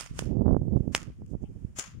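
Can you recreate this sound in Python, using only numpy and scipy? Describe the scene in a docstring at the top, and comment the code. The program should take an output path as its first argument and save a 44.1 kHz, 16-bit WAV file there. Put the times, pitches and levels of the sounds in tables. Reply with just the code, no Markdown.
"""Wall echoes and the tail of a whip crack over faint hiss, then two more cracks, buffeting wind
and a quick scuff of three weak snaps: a long leather whip on a lawn between houses and hedges.
Crack: noise swish, shock and low push pulses, short noise burst, wall echoes, diffuse noise tail.
Garden: coloured noise hiss and short noise bands for faint sounds: rustles, a tick, a chirp.
Wind: random pressure pulses from eddies on the two microphone ports, mostly the right."""
import sys
import numpy as np
from scipy import signal
from scipy.fft import rfft, irfft, next_fast_len
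from scipy.io import wavfile
from scipy.ndimage import map_coordinates

SR = 44100
rng = np.random.default_rng(int(sys.argv[2]) if len(sys.argv) > 2 else 0)


def to_wav(s):
    """Save 16-bit WAV."""
    ch = np.atleast_2d(s).T  # columns
    pcm = np.round(np.clip(ch, -1, 1) * 32767)  # PCM
    wavfile.write(sys.argv[1], SR, pcm.astype(np.int16))


N = 88200


def amp(db):
    """Decibels to gain."""
    return 10 ** (np.asarray(db, float) / 20)


def unit(x):
    """Scale to rms 1."""
    return x / np.sqrt(np.mean(x ** 2) + 1e-20)


def along(points, hz):
    """Interpolate (Hz, value) points on a log frequency axis."""
    point_hz, value = np.transpose(points)
    return np.interp(np.log(hz + 1), np.log(point_hz + 1), value)


def filtered(x, response):
    """Multiply the spectrum of x by a real or complex response of frequency."""
    count = x.shape[-1]
    padded = next_fast_len(count + 8192)
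    hz = np.fft.rfftfreq(padded, 1 / SR)
    return irfft(rfft(x, padded) * response(hz), padded)[..., :count]


def causal(points, hz):
    """Minimum-phase response through (Hz, dB) points, by folding the cepstrum."""
    cepstrum = irfft(np.log(amp(along(points, hz))))
    half = len(cepstrum) // 2
    cepstrum[1:half] *= 2
    cepstrum[half + 1:] = 0
    return np.exp(rfft(cepstrum))


def sides(left_right_db):
    """Left and right gains for a level difference."""
    return amp([[left_right_db / 2], [-left_right_db / 2]])


def noise(count):
    """White stereo noise."""
    return rng.standard_normal((2, count))


def wobble(knots_per_s, count):
    """Two smooth random curves: splines through Gaussian knots."""
    at_knot = np.arange(count) * knots_per_s / SR
    return np.array([map_coordinates(rng.standard_normal(1000), [at_knot]) for _ in "LR"])


def burst(t, decay_s):
    """Stereo noise of set energy that swells to t = 0 and dies away."""
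    shape = np.exp(-np.abs(t) / decay_s)
    return unit(noise(len(t)) * shape) * np.sqrt(np.mean(shape ** 2))


# colour of the swish and of the tail: pitch_hz, level_db
WHIP_COLOUR = [(250, -24.5), (450, -3), (600, 0), (850, -5.5), (1150, 3.5), (1500, -1), (3000, -5.5),
               (8000, -8.5), (15000, -10.5)]


def swish(t, lead_s, rise_s):
    """Air noise of the moving tip: rises around lead_s before the shock, stops at it."""
    air = unit(filtered(noise(len(t)), lambda hz: amp(along(WHIP_COLOUR, hz))))
    return air * (t < 0) / (1 + np.exp(-(t + lead_s) / rise_s))


def pressure_pulse(since_s, width_s):
    """Pressure jump that swings below zero: shock wave if narrow, low push if wide."""
    u = since_s / width_s
    return (1 - 2 * u) * np.exp(-u * u)


# echoes from the walls: delay_s, level_db, left_right_db
WALLS = [(.007, -6, 2), (.013, 2, 0), (.016, 0, -2), (.021, -7, 0), (.029, -4, -5), (.053, -15, 3),
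         (.081, -11, 3)]
SMEAR_S, WALL_HZ = .0006, 3500  # a rough wall spreads and dulls its echo
NEAR_DB, NEAR_S = -6.5, 0.0089  # nearby hedges: level, centre and decay of the scatter


def wall_echoes(t, echo_db):
    """Walls return smeared bursts over hedge scatter, all through a one-pole low-pass."""
    echoes = np.zeros((2, len(t)))
    for delay_s, level_db, left_right_db in WALLS:
        echoes += amp(echo_db + level_db) * sides(left_right_db) * burst(t - delay_s, SMEAR_S)
    echoes += amp(echo_db + NEAR_DB) * burst(t - NEAR_S, NEAR_S) * (t > 0)
    return filtered(echoes, lambda hz: WALL_HZ / (WALL_HZ + 1j * hz))


# reverberation time in the garden: pitch_hz, t60_s
GARDEN_T60 = [(500, 0.13), (1500, 0.21), (4000, 0.23), (8000, 0.13), (14000, 0.17)]
ONSET_S = 0.0035
HOLD_S, KNEE_S = 0.044, 0.042  # the tail holds while far walls answer
LATE_DB, LATE_SLOWER = -13, 2.25  # far houses: a weaker, slower tail
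GRAIN_DB, GRAIN_PER_S = 2.8, 350  # many small echoes


def tail(tilt_db_per_octave):
    """The garden's diffuse answer: holds, then each frequency dies at its own speed."""
    count = SR // 2
    hz, t, spectrum = signal.stft(noise(count), SR, nperseg=256)
    late_s = KNEE_S * np.logaddexp(0, (t - HOLD_S) / KNEE_S)  # soft start of the decay
    fall = amp(-60 * late_s / along(GARDEN_T60, hz)[:, None])
    fall = fall + amp(LATE_DB) * fall ** (1 / LATE_SLOWER)
    colour = amp(along(WHIP_COLOUR, hz) + tilt_db_per_octave * np.log2(hz / 2000 + 0.11))
    shape = colour[:, None] / np.sqrt(np.mean(colour ** 2)) * fall
    x = signal.istft(spectrum * shape, SR, nperseg=256)[1][:, :count]
    onset = 1 - np.exp(-(np.arange(count) / SR / ONSET_S) ** 2)
    return x * onset * amp(GRAIN_DB * wobble(GRAIN_PER_S, count))


RING_HZ, RING_WIDTH_HZ = 6750, 920


def port_ring(x):
    """Band-pass resonance of the left port, excited by sound from its side."""
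    def resonance(hz):
        damping = 1j * hz * RING_WIDTH_HZ
        return damping / (RING_HZ ** 2 - hz * hz + damping)
    return filtered(x, resonance)


# one row per crack or snap: start_s, shock_db, left_right_db, right_later_ms, low_push_db, burst_db,
# burst_decay_ms, swish_db, swish_lead_s, swish_rise_s, wall_echoes_db, tail_db,
# treble_tilt_db_per_octave, left_port_ring_db
CRACKS = [(-.019, -5, -8.5, 0, -37, -30, 1.1, -70, .02, .005, -17.5, -38, 0.5, 0),
          (.192, -15, -5, 0.22, -23.5, -27.5, 2.9, -44, 0.017, 0.017, -34, -45, 0.5, -8.5),
          (0.95, -1.5, -3, -0.05, -30.5, -14.5, .9, -50, .026, 0.0025, -19, -40.5, -1.5, -10),
          (1.789, -39, 2.5, -0.33, -30.5, -27.5, 3, -45.5, 0.026, 0.00326, -31.5, -41, -2.5, 5),
          (1.7949, -42, -5, -0.26, -51.5, -26, 1.6, -61.5, .01, .004, -32.5, -44, -1, 7),
          (1.7965, -28, 0.5, -0.34, -39, -24, 1.9, -65, 0.014, .004, -32.5, -46.5, 0.5, 8)]
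SHOCK_S, PUSH_S = .00008, .0006  # pulse widths


def whip():
    """Each crack: swish, shock and push, short noise burst around the shock, wall echoes, tail."""
    lead = SR // 4  # samples kept ahead of the shock
    out = np.zeros((2, N + SR))
    t = (np.arange(SR // 2 + lead) - lead) / SR
    for (start_s, shock_db, left_right_db, right_later_ms, push_db, burst_db, burst_decay_ms,
         swish_db, lead_s, rise_s, echo_db, tail_db, tilt_db, ring_db) in CRACKS:
        at = round(start_s * SR)
        since_s = t - (start_s - at / SR) - np.array([[0], [right_later_ms / 1000]])
        x = amp(swish_db) * swish(t, lead_s, rise_s)
        x += amp(shock_db) * pressure_pulse(since_s, SHOCK_S)
        x += amp(push_db) * pressure_pulse(since_s, PUSH_S)
        x += amp(burst_db) * burst(t, burst_decay_ms / 1000)
        x += wall_echoes(t, echo_db)
        x[:, lead:] += amp(tail_db) * tail(tilt_db)
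        x[0] += amp(ring_db) * port_ring(x[0])
        out[:, at + lead:][:, :len(t)] += x * sides(left_right_db)
    return out[:, 2 * lead:][:, :N]


# far background: time_s, level_db
HISS = [(0, -69), (.4, -69.5), (.65, -68), (.9, -66), (1.3, -69.5), (1.6, -65.5), (2, -69.5)]
# its colour: pitch_hz, level_db
HISS_COLOUR = [(150, 8), (500, 10.5), (900, 6), (1800, 0), (4000, -7), (8000, -9), (15000, -3.5)]


def hiss():
    """Far background: coloured noise above 100 Hz with a drifting level."""
    level_db = np.interp(np.arange(N) / SR, *np.transpose(HISS))
    far = filtered(noise(N), lambda hz: amp(along(HISS_COLOUR, hz)) * (hz > 100))
    return amp(level_db) * unit(far)


# rustles, a tick, a chirp: centre_s, length_s, level_db, pitch_hz, width_hz, left_right_db
FAINT_SOUNDS = [(.78, 0.024, -75.5, 4000, 6000, -10.5), (1.264, 0.0015, -60, 9000, 9000, 8.5),
                (1.281, .004, -73, 6800, 3000, 3.5), (1.313, 0.025, -68.5, 9300, 9000, 1),
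                (1.43, 0.014, -74, 7040, 3000, 7), (1.458, 0.024, -71, 2800, 610, 9),
                (1.448, 0.036, -71, 780, 122, 9)]


def faint_sounds():
    """Faint garden sounds: Gaussian noise bands under Gaussian envelopes."""
    t = np.arange(N) / SR
    out = np.zeros((2, N))
    for centre_s, length_s, level_db, pitch_hz, width_hz, left_right_db in FAINT_SOUNDS:
        band = unit(filtered(noise(N), lambda hz: np.exp(-((hz - pitch_hz) / width_hz) ** 2)))
        envelope = np.exp(-((t - centre_s) / length_s) ** 2)
        out += amp(level_db) * sides(left_right_db) * band * envelope
    return out


def pulses(start_s, size, half_width_s):
    """Rounded (Lorentzian) pressure pulses, windowed and summed."""
    k = np.arange(-600, 600)
    at = np.round(start_s * SR).astype(int)[:, None] + k + 600
    shape = size[:, None] / (1 + (k / SR / half_width_s[:, None]) ** 2) * np.hanning(len(k))
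    return np.bincount(at.ravel(), shape.ravel(), N + 1200)[600:N + 600]


EDDIES_PER_S, PUSH_SHARE, SCATTER_DB = 330, .55, 3
NARROWS_DB_PER_DB, WIDTH_SCATTER = .22, .2


def eddies(strength, width_ms, gain_db):
    """Random eddies pass a port; stronger wind makes them bigger and narrower."""
    gap, sign = rng.random((2, 1500))
    wide, big = rng.standard_normal((2, 1500))
    start_s = np.cumsum(.5 + gap) / EDDIES_PER_S
    keep = start_s < N / SR
    wind_db = np.interp(start_s, *np.transpose(strength))
    width_s = width_ms / 1000 * amp(-NARROWS_DB_PER_DB * (wind_db + 35))  # width_ms holds at -35 dB
    width_s = width_s * np.exp(WIDTH_SCATTER * np.tanh(wide))
    push_or_pull = np.where(sign < PUSH_SHARE, 1, -1)
    size = push_or_pull * amp(wind_db + gain_db + SCATTER_DB * big) / np.sqrt(EDDIES_PER_S * width_s)
    return pulses(start_s[keep], size[keep], width_s[keep])


# single wind buffets, right port: start_s, level_db, half_width_ms (negative: a pull)
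BUFFETS = [(.112, -17.5, -2), (0.224, -15.5, 0.6), (0.304, -15, 1.2), (.356, -12.5, 1.9), (0.369, -14, .7),
           (0.395, -7.5, 0.9), (.41, -9.5, .7), (0.412, -14.5, -4), (0.459, -11.5, -0.4), (0.464, -6, -1.3),
           (0.4643, -9, -1), (0.465, -10.5, 0.3), (0.481, -5.5, 0.26), (0.483, -12, -1.5), (0.491, -9, 0.5),
           (.501, -9, 1.3), (0.5104, -9.5, -0.06), (0.5113, -18.5, 2.3), (0.521, -4.5, -1.3),
           (0.5294, -6, 1.4), (0.5398, -20.5, -0.6), (0.5465, -8, -0.3), (0.5668, -3, 0.53),
           (0.595, -16.5, -1.8), (0.617, -10, -0.87), (0.634, -28.5, 3.5), (.66, -23.5, 2.7),
           (0.6819, -12, .8), (0.7241, -8, 1.3), (0.729, -16.5, -1.5), (0.751, -16, 1.4), (.761, -2, 1.35),
           (0.7677, -10.5, 0.6), (.774, -8, -0.88), (0.807, -6, 1.24), (.8784, -8, 0.87), (1.102, -28, 0.8),
           (1.22, -26.5, 0.4), (1.335, -16, .9), (1.344, -25.5, -0.4), (1.3519, -14.5, 0.83),
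           (1.428, -23, 1.7), (1.439, -19.5, 0.7), (1.56, -25.5, 1.3), (1.649, -12.5, 1.56)]
NARROWEST_MS = .52  # floor on the half width


def buffets():
    """Single wind buffets, pushes and pulls, weak to strong, narrow to wide."""
    start_s, level_db, width_ms = np.transpose(BUFFETS)
    width_s = np.maximum(abs(width_ms), NARROWEST_MS) / 1000
    return pulses(start_s, np.sign(width_ms) * amp(level_db), width_s)


# wind strength at each port, before its gain: time_s, strength_db
WIND_LEFT = [(0.0, -56.5), (0.09, -52), (0.15, -43), (0.4, -56), (0.6, -41), (0.7, -41), (0.77, -51),
             (0.8, -47), (0.85, -54), (0.89, -58), (1.05, -59), (1.11, -37.5), (1.14, -55.5), (1.25, -40.5),
             (1.3, -57), (1.36, -52), (1.44, -48.5), (1.53, -49), (1.56, -50), (1.65, -54), (1.7, -46.5),
             (1.83, -58), (1.9, -46), (1.92, -53), (1.95, -33), (1.99, -39)]
WIND_RIGHT = [(0.0, -41.5), (0.09, -48), (0.11, -35), (0.18, -42), (0.23, -27.5), (0.38, -23),
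              (0.41, -17.5), (0.44, -23), (0.53, -13.5), (0.59, -29), (0.77, -24), (0.79, -28),
              (0.81, -31.5), (0.86, -28), (0.88, -33), (1.05, -37), (1.09, -30), (1.14, -50.5), (1.22, -33),
              (1.26, -43.5), (1.34, -28.5), (1.38, -39.5), (1.44, -31), (1.47, -45), (1.51, -27),
              (1.54, -45), (1.56, -32.5), (1.6, -41), (1.65, -35.5), (1.67, -39.5), (1.72, -41),
              (1.75, -50), (1.79, -47), (1.86, -51), (1.88, -41.5), (1.91, -52), (1.96, -43.5), (1.99, -69)]
CLUMP_DB, CLUMPS_PER_S = 2.5, 45  # eddies come in flaps with gaps between
PORT_LOW_HZ = 52


def wind():
    """Buffeting, unrelated from port to port, through a two-pole high-pass."""
    left = eddies(WIND_LEFT, width_ms=1.62, gain_db=5.5)
    right = eddies(WIND_RIGHT, width_ms=1.228, gain_db=-1.5)
    x = np.array([left, right]) * amp(CLUMP_DB * wobble(CLUMPS_PER_S, N))
    x[1] += buffets()
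    return filtered(x, lambda hz: (1j * hz / (PORT_LOW_HZ + 1j * hz)) ** 2)


# port resonances: pitch_hz, level_db
LEFT_PORT = [(100, -12), (500, -3), (1500, -4), (3100, -1), (4000, -8.5), (5200, 0), (5900, 0), (6700, 5.5),
             (7500, 2.5), (8500, -11), (11000, -7.5), (15000, -17)]
RIGHT_PORT = [(100, -7.5), (500, -6), (1500, -3.5), (3100, -2), (4000, -10.5), (5200, 0), (5900, -1),
              (6700, -2.5), (7500, -1.5), (8700, 3), (11000, -10), (15000, -20)]


def through_ports(air):
    """Each port's resonances colour the airborne sound, minimum phase."""
    return filtered(air, lambda hz: np.array([causal(LEFT_PORT, hz), causal(RIGHT_PORT, hz)]))


def scene():
    """Airborne sound enters through the ports; wind acts on the capsules directly."""
    return through_ports(whip() + hiss() + faint_sounds()) + wind()


TOP_HZ = 16000


def record(dry):
    """The camera keeps nothing above its band limit."""
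    return filtered(dry, lambda hz: hz < TOP_HZ)


dry = scene()
out = record(dry)
to_wav(out)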